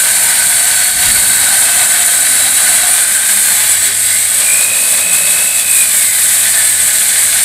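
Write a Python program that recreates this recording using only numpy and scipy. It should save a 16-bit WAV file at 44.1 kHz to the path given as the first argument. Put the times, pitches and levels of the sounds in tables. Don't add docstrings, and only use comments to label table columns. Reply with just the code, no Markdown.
import sys
import numpy as np
from scipy import signal
from scipy.fft import rfft, irfft, next_fast_len
from scipy.io import wavfile
from scipy.ndimage import map_coordinates

SR = 44100
rng = np.random.default_rng(int(sys.argv[2]) if len(sys.argv) > 2 else 0)


def master_out(mix):
    frames = np.transpose(np.atleast_2d(mix))
    ceiling = np.clip(frames, -1, 1)
    pcm = np.round(ceiling * 32767).astype(np.int16)
    wavfile.write(sys.argv[1], SR, pcm)


N = 328104
TIME = np.arange(N) / SR
GEAR_TEETH = 44


def from_db(db):
    return 10 ** (np.asarray(db) / 20)

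def rms_one(x):
    return x / np.sqrt(np.mean(x ** 2) + 1e-20)

def curve(rows):
    return np.interp(TIME, *np.transpose(rows))

def swell(middle_s, half_s):
    return np.exp(-.5 * ((TIME - middle_s) / half_s) ** 2)

def angle_of(hz):
    return 2 * np.pi * np.cumsum(hz) / SR

def drift(rate_hz):
    step, warm_up = 16, 4000
    decay = np.exp(-2 * np.pi * step * rate_hz / SR)
    noise = rng.standard_normal(N // step + warm_up + 2)
    slow = signal.lfilter([1], [1, -2 * decay, decay * decay], noise)[warm_up:]
    return np.interp(np.arange(N) / step, np.arange(len(slow)), rms_one(slow))

def lift_db(hz, peaks):
    return sum(lift / (1 + (2 * (hz - centre) / width) ** 2) for centre, width, lift in peaks)

def coloured(x, spectrum, peaks=()):
    size = next_fast_len(N)
    hz = np.maximum(np.fft.rfftfreq(size, 1 / SR), 1)
    point_hz, point_db = np.transpose(spectrum)
    db = np.interp(np.log(hz), np.log(point_hz), point_db, left=-80, right=-80)
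    shaped = rfft(x, size) * from_db(db + lift_db(hz, peaks))
    return rms_one(irfft(shaped, size)[:N])

def grit(per_s, spread_db):
    hits = rng.random(N) < per_s / SR
    return hits * rng.standard_normal(N) * from_db(spread_db * rng.standard_normal(N))

def ringing(hz, width_hz, flicker_db, wander):
    angle = angle_of(hz * (1 + wander * drift(5)))
    ring = drift(width_hz) * np.cos(angle) + drift(width_hz) * np.sin(angle)
    return rms_one(ring * from_db(flicker_db * drift(6)))

def singing(rows, width_hz, flicker_db, wander):
    return sum(from_db(db) * swell(s, half) * ringing(hz, width_hz, flicker_db, wander)
               for s, half, hz, db in rows)


# delay in milliseconds, level in dB.
ECHOES = [(1.7, -13), (3.1, -16), (4.9, -22.5), (7.3, -15.5), (11.2, -19), (17.5, -14)]

def reflected(x, sway_ms):
    out = x
    for delay_ms, db in ECHOES:
        lag = (delay_ms + sway_ms * drift(.35)) * SR / 1000
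        out = out + from_db(db) * map_coordinates(x, [np.arange(N) - lag], order=2)
    return out


# frequency in Hz, relative level in dB.
HISS_COLOUR = [(4500, -29), (5600, -20), (6400, -13), (7100, -9), (7800, -2), (8600, -0.5), (9800, -4),
               (10700, -8.5), (12000, -9.5), (13200, -15.5), (14300, -15.5), (15600, -20.5)]
DUST_COLOUR = [(9500, 0), (11000, 6), (13700, -3), (15600, -6)]
# frequency in Hz, width in Hz, boost in dB.
BLADE_PEAKS = [(7050, 250, 1.5), (7380, 160, 1.5), (12350, 140, 2.5), (12950, 140, 3), (13750, 250, 2.5)]
# middle in seconds, half length in seconds, relative level in dB.
DUST_SPRAYS = [(1.202, 0.22, -12), (3.55, .2, -9), (4.7, .5, -10), (6.0, 0.63, -6)]
# pitch in Hz, relative level in dB when eased, then under full load.
BLADE_NOTES = [(7930, -9.5, -16), (8390, -7, -14.5), (9010, -12, -14.5), (9790, -14.5, -18),
               (10670, -14.5, -23), (11650, -26, -20.5)]
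# middle in seconds, half
# length in seconds, pitch in Hz, relative level in dB.
SQUEALS = [(.05, .18, 9490, -16), (.3, 0.44, 8680, -14), (.85, 0.54, 4400, -19), (1.3, .2, 9290, -12),
           (1.5, .3, 3990, -20), (1.798, 0.24, 9000, -9), (2.45, 0.46, 3950, -17.5),
           (2.6, 0.35, 10020, -11), (2.68, .2, 8500, -13), (2.95, .22, 9140, -10), (3.35, 0.13, 8480, -9.5),
           (3.75, 0.1, 7930, -6.5), (4.198, .18, 8330, -6.5), (4.55, 0.098, 7940, -12),
           (6.1, 0.31, 4010, -23), (6.721, 0.12, 8540, -6)]

def blade(turn, strain, grip_db):
    throb_db = (1 - .9 * strain) * np.cos(turn) + 0.4 * np.cos(2 * turn) + 0.54 * drift(27)
    hiss = from_db(-2.5) * coloured(grit(30000, spread_db=1.5), HISS_COLOUR, BLADE_PEAKS)
    spray = sum(from_db(db) * swell(s, half) for s, half, db in DUST_SPRAYS)
    dust = from_db(-4.5) * spray * coloured(rng.standard_normal(N), DUST_COLOUR, BLADE_PEAKS)
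    sharp = 1 + .04 * np.exp(-TIME / 1.2)
    ring = sum(from_db(eased + (loaded - eased) * strain)
               * ringing(hz * sharp, width_hz=100, flicker_db=1.3, wander=.004)
               for hz, eased, loaded in BLADE_NOTES)
    squeal = singing(SQUEALS, width_hz=54, flicker_db=0.5, wander=.004)
    steel = hiss + dust + from_db(-0.54) * (ring + squeal)
    level_db = -11.5 + 1.97 * strain + 0.88 * grip_db + 0.05 * TIME
    return from_db(level_db + throb_db) * reflected(steel, sway_ms=0.0904)


# frequency in Hz, relative level in dB.
RASP_COLOUR = [(1900, -7), (2400, 5.5), (2900, 0), (3600, 0.5), (4150, 2.5), (4550, 4), (5200, 0),
               (6200, -3.5), (8000, -31)]
RATTLE_COLOUR = [(1100, -44), (1400, -29), (1500, 0), (1800, -1.5), (2250, -1), (2550, -20), (3200, -3.5)]
# frequency in Hz, width in Hz, boost in dB (minus is a dip).
GUARD_PEAKS = [(3250, 110, 0.5), (3436, 100, 7), (3800, 110, 1), (3860, 270, 5.5), (4260, 250, 2)]
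CASE_PEAKS = [(1476, 22, 11), (1820, 130, 4.5), (1900, 80, -6.8), (1986, 99, 4.5)]
# pitch in Hz, relative level in dB when eased, then under full load.
GUARD_NOTES = [(3540, -14, -17.5), (3875, -19, -16.5), (4360, -31, -12)]
# time in seconds, boost to the rattle in dB.
SNAGS = [(1.58, 3.5), (2.28, 0.5), (2.67, 5), (3.16, 3), (3.87, 4), (4.15, 3), (6.465, 5), (7.14, 3.5)]

def guard_and_gearcase(strain, grip_db):
    snag_db = sum(db * swell(s, half_s=0.016) for s, db in SNAGS)
    rasp = from_db(-0.5) * coloured(grit(16000, spread_db=0.5), RASP_COLOUR, GUARD_PEAKS)
    ring = sum(from_db(eased + (loaded - eased) * strain)
               * ringing(hz, width_hz=80, flicker_db=0.5, wander=.004)
               for hz, eased, loaded in GUARD_NOTES)
    guard_db = -22.5 + 1.34 * strain + 0.73 * grip_db - 0.03 * TIME + 0.37 * snag_db
    rattle = coloured(grit(9000, spread_db=1.0), RATTLE_COLOUR, CASE_PEAKS)
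    rattle_db = -26.2 + 3.5 * strain + 0.66 * grip_db - 0.0159 * TIME + snag_db
    return reflected(from_db(guard_db) * (rasp + ring), sway_ms=0.096) + from_db(rattle_db) * rattle


# frequency in Hz, relative level in dB.
GROWL_COLOUR = [(250, -25), (420, -13), (520, -9.5), (630, 1), (850, -1.5), (1080, -3.5), (1300, 0.5),
                (1450, -3), (1900, -39)]
# frequency in Hz, width in Hz, boost in dB.
SLOT_PEAKS = [(756, 20, 1.5), (1187, 72, 2.2)]
# middle in seconds, half length in seconds, pitch in Hz, relative level in dB.
GROANS = [(.3, 0.29, 928, -4.5), (1.3, 0.44, 942, -9), (.68, 0.32, 724, -2), (1.47, 0.18, 780, -7),
          (1.8, 0.37, 719, -4.5), (2.47, 0.13, 780, -9), (2.84, 0.11, 718, -1), (3.6, 0.14, 866, -7.5)]
# time in seconds, base level in dB.
SLOT_LEVEL = [(0.0, -30), (0.29, -29), (0.81, -31), (1.88, -27.5), (2.28, -29), (2.9, -27), (3.11, -30.5),
              (3.6, -30), (4.06, -33), (4.89, -30), (6.09, -33), (6.67, -30), (6.73, -32.5), (7.44, -30.5)]

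def slot(grip_db):
    growl = from_db(-1) * coloured(grit(9000, spread_db=0.5), GROWL_COLOUR, SLOT_PEAKS)
    groans = singing(GROANS, width_hz=20, flicker_db=0, wander=0.00734)
    return from_db(curve(SLOT_LEVEL) + 0.69 * grip_db) * (growl + groans)


# frequency in Hz, relative level in dB.
RUMBLE_COLOUR = [(40, -22), (90, -3), (135, -7.5), (190, 0), (235, -2.5), (270, -3), (330, -8.5),
                 (450, -11.5), (800, -33)]
# time in seconds, base level in dB.
RUMBLE_LEVEL = [(0.0, -45), (0.25, -42.5), (0.87, -44), (1.16, -37.5), (2.13, -44), (2.32, -40.5),
                (3.79, -46.5), (3.85, -42), (4.0, -46.5), (5.41, -41), (5.51, -45), (7.44, -45)]
# middle in seconds, half length in seconds, pitch in Hz, level in dB.
DRONES = [(.45, .3, 175, -43), (1.2, 0.18, 201.2, -42), (2.401, 0.32, 270, -41), (3.396, .17, 200, -42),
          (3.89, 0.063, 399, -42.5), (5.2, 0.23, 178, -43.5)]

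def wall():
    rumble = from_db(curve(RUMBLE_LEVEL) + 2) * coloured(rng.standard_normal(N), RUMBLE_COLOUR)
    return rumble + singing(DRONES, width_hz=7.5, flicker_db=0.2, wander=0.0041)


# frequency in Hz, width in Hz, boost in dB.
HOUSING_PEAKS = [(1540, 79, 7.5), (2502, 180, 6)]
# middle in seconds, half length in seconds, change in dB.
SURGES = [(.9, .08, -2), (1.55, .15, 3), (2.203, .1, -0.5), (2.7, 0.22, -2.5), (3.25, 0.24, 2.5),
          (3.946, 0.11, -6), (4.13, 0.036, 6), (4.35, 0.065, -7), (4.523, 0.076, 7.5), (4.934, .05, -4.5),
          (5.138, 0.089, 2), (5.79, .04, 3.5), (5.92, .04, -3), (6.1, 0.079, 3.5), (6.577, 0.04, 12)]

def gear_whine(gear_hz, strain):
    tooth_angle = angle_of(gear_hz * (1 + 0.002 * drift(10.8)))
    turn = tooth_angle / GEAR_TEETH
    shake = (0.67 + 0.5 * strain) * drift(57) + 0.52 * np.sin(turn)
    flutter = 1 + 0.85 * (1 - strain) * np.sin(turn)
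    surge_db = sum(db * swell(s, half) for s, half, db in SURGES)
    ragged_db = (1.6 + strain) * drift(28)
    whine_db = -27 + lift_db(gear_hz, HOUSING_PEAKS) - 4.4 * strain + surge_db + ragged_db
    return from_db(whine_db) * flutter * np.cos(tooth_angle + shake)


# frequency in Hz, relative level in dB.
RUSH_COLOUR = [(250, -40), (400, -12), (490, 1), (590, 4), (720, -8.5), (1000, -6)]

def air_rush(from_s=4.34, to_s=5.5, fade_s=0.049):
    eased = .5 * (np.tanh((TIME - from_s) / fade_s) - np.tanh((TIME - to_s) / fade_s))
    return (from_db(-44) + from_db(-39.5) * eased) * coloured(rng.standard_normal(N), RUSH_COLOUR)


# time in seconds, base level in dB.
HUM_LEVEL = [(0.0, -50), (0.93, -49), (1.06, -38), (2.2, -52), (2.3, -45), (3.19, -52.5), (3.96, -39),
             (4.89, -51), (6.9, -40.5), (6.96, -49), (7.36, -41.5), (7.44, -52)]

def motor_hum(mains_hz=50):
    angle = angle_of(np.full(N, 2 * mains_hz)) + .15 * drift(4.4)
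    return from_db(curve(HUM_LEVEL) + 2.5) * np.sin(angle) + from_db(-48) * np.sin(2 * angle)


# frequency in Hz, relative level in dB.
DRAUGHT_COLOUR = [(10, -8), (30, -4), (70, 0.5), (100, -5), (150, -7), (400, -46)]
# middle in seconds, half length in seconds, level in dB.
PUFFS = [(0.975, 0.033, -36), (1.087, 0.025, -29.5), (1.21, 0.035, -38), (1.4, .15, -49), (1.77, 0.03, -39)]

def air_on_microphone():
    draught = from_db(-45.5 - 0.9 * TIME)
    puffs = sum(from_db(db) * swell(s, half) for s, half, db in PUFFS)
    return (draught + puffs) * coloured(rng.standard_normal(N), DRAUGHT_COLOUR)


# time in seconds, pitch in Hz.
GEAR_PITCH = [(0, 1540), (.65, 1536), (2.8, 1532), (3.35, 1569), (3.6, 1616), (3.8, 1752), (4.13, 2068),
              (4.48, 2400), (4.62, 2473), (4.87, 2545), (5.02, 2528), (5.5, 2596), (5.72, 2515),
              (5.88, 2423), (6.12, 2030), (6.57, 1778), (6.8, 1700), (7.44, 1640)]
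# middle in seconds, half length in seconds, grip in dB.
GRIPS = [(0, 0.0085, 3), (.94, 0.035, -3.5), (1.047, 0.048, 2.2), (1.66, 0.072, .8), (2.714, 0.046, 1.5),
         (3.077, 0.037, -3.5), (3.224, 0.033, -3), (3.31, .02, 1.5), (3.48, .025, 1.2), (3.592, .03, -0.2),
         (3.72, .02, 0.5), (3.783, 0.024, -3), (3.865, .015, 3), (3.922, 0.045, -4.5), (4.27, 0.041, -2.3),
         (4.59, 0.074, 0.8), (4.726, .04, -2), (4.909, 0.063, 1), (5.07, 0.037, -4), (5.14, 0.014, 3.5),
         (5.24, 0.017, -3), (5.31, .03, 1.7), (5.53, 0.022, -3), (5.586, .02, 1), (5.644, .02, -4.5),
         (5.775, .045, 3), (5.877, 0.023, -0.7), (6.01, 0.044, 1.8), (6.11, .025, -2), (6.28, 0.072, 1.2),
         (6.757, .025, -3)]

def scene():
    gear_hz = curve(GEAR_PITCH)
    strain = (gear_hz.max() - gear_hz) / np.ptp(gear_hz)
    grip_db = sum(db * swell(s, half) for s, half, db in GRIPS)
    turn = angle_of(gear_hz / GEAR_TEETH)
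    judder = from_db(0.11 * np.cos(turn) + 0.94 * drift(15))
    steel = blade(turn, strain, grip_db)
    scraping = judder * (guard_and_gearcase(strain, grip_db) + slot(grip_db))
    cut = steel + scraping + wall()
    machine = gear_whine(gear_hz, strain) + air_rush() + motor_hum()
    return np.tile(cut + machine + air_on_microphone(), (2, 1))

def record(dry):
    overloaded = np.clip(dry, -.92, .92)
    low_pass = signal.firwin(501, cutoff=15650, fs=SR)
    return signal.fftconvolve(overloaded, low_pass[None], mode="same", axes=1)


dry = scene()
out = record(dry)
master_out(out)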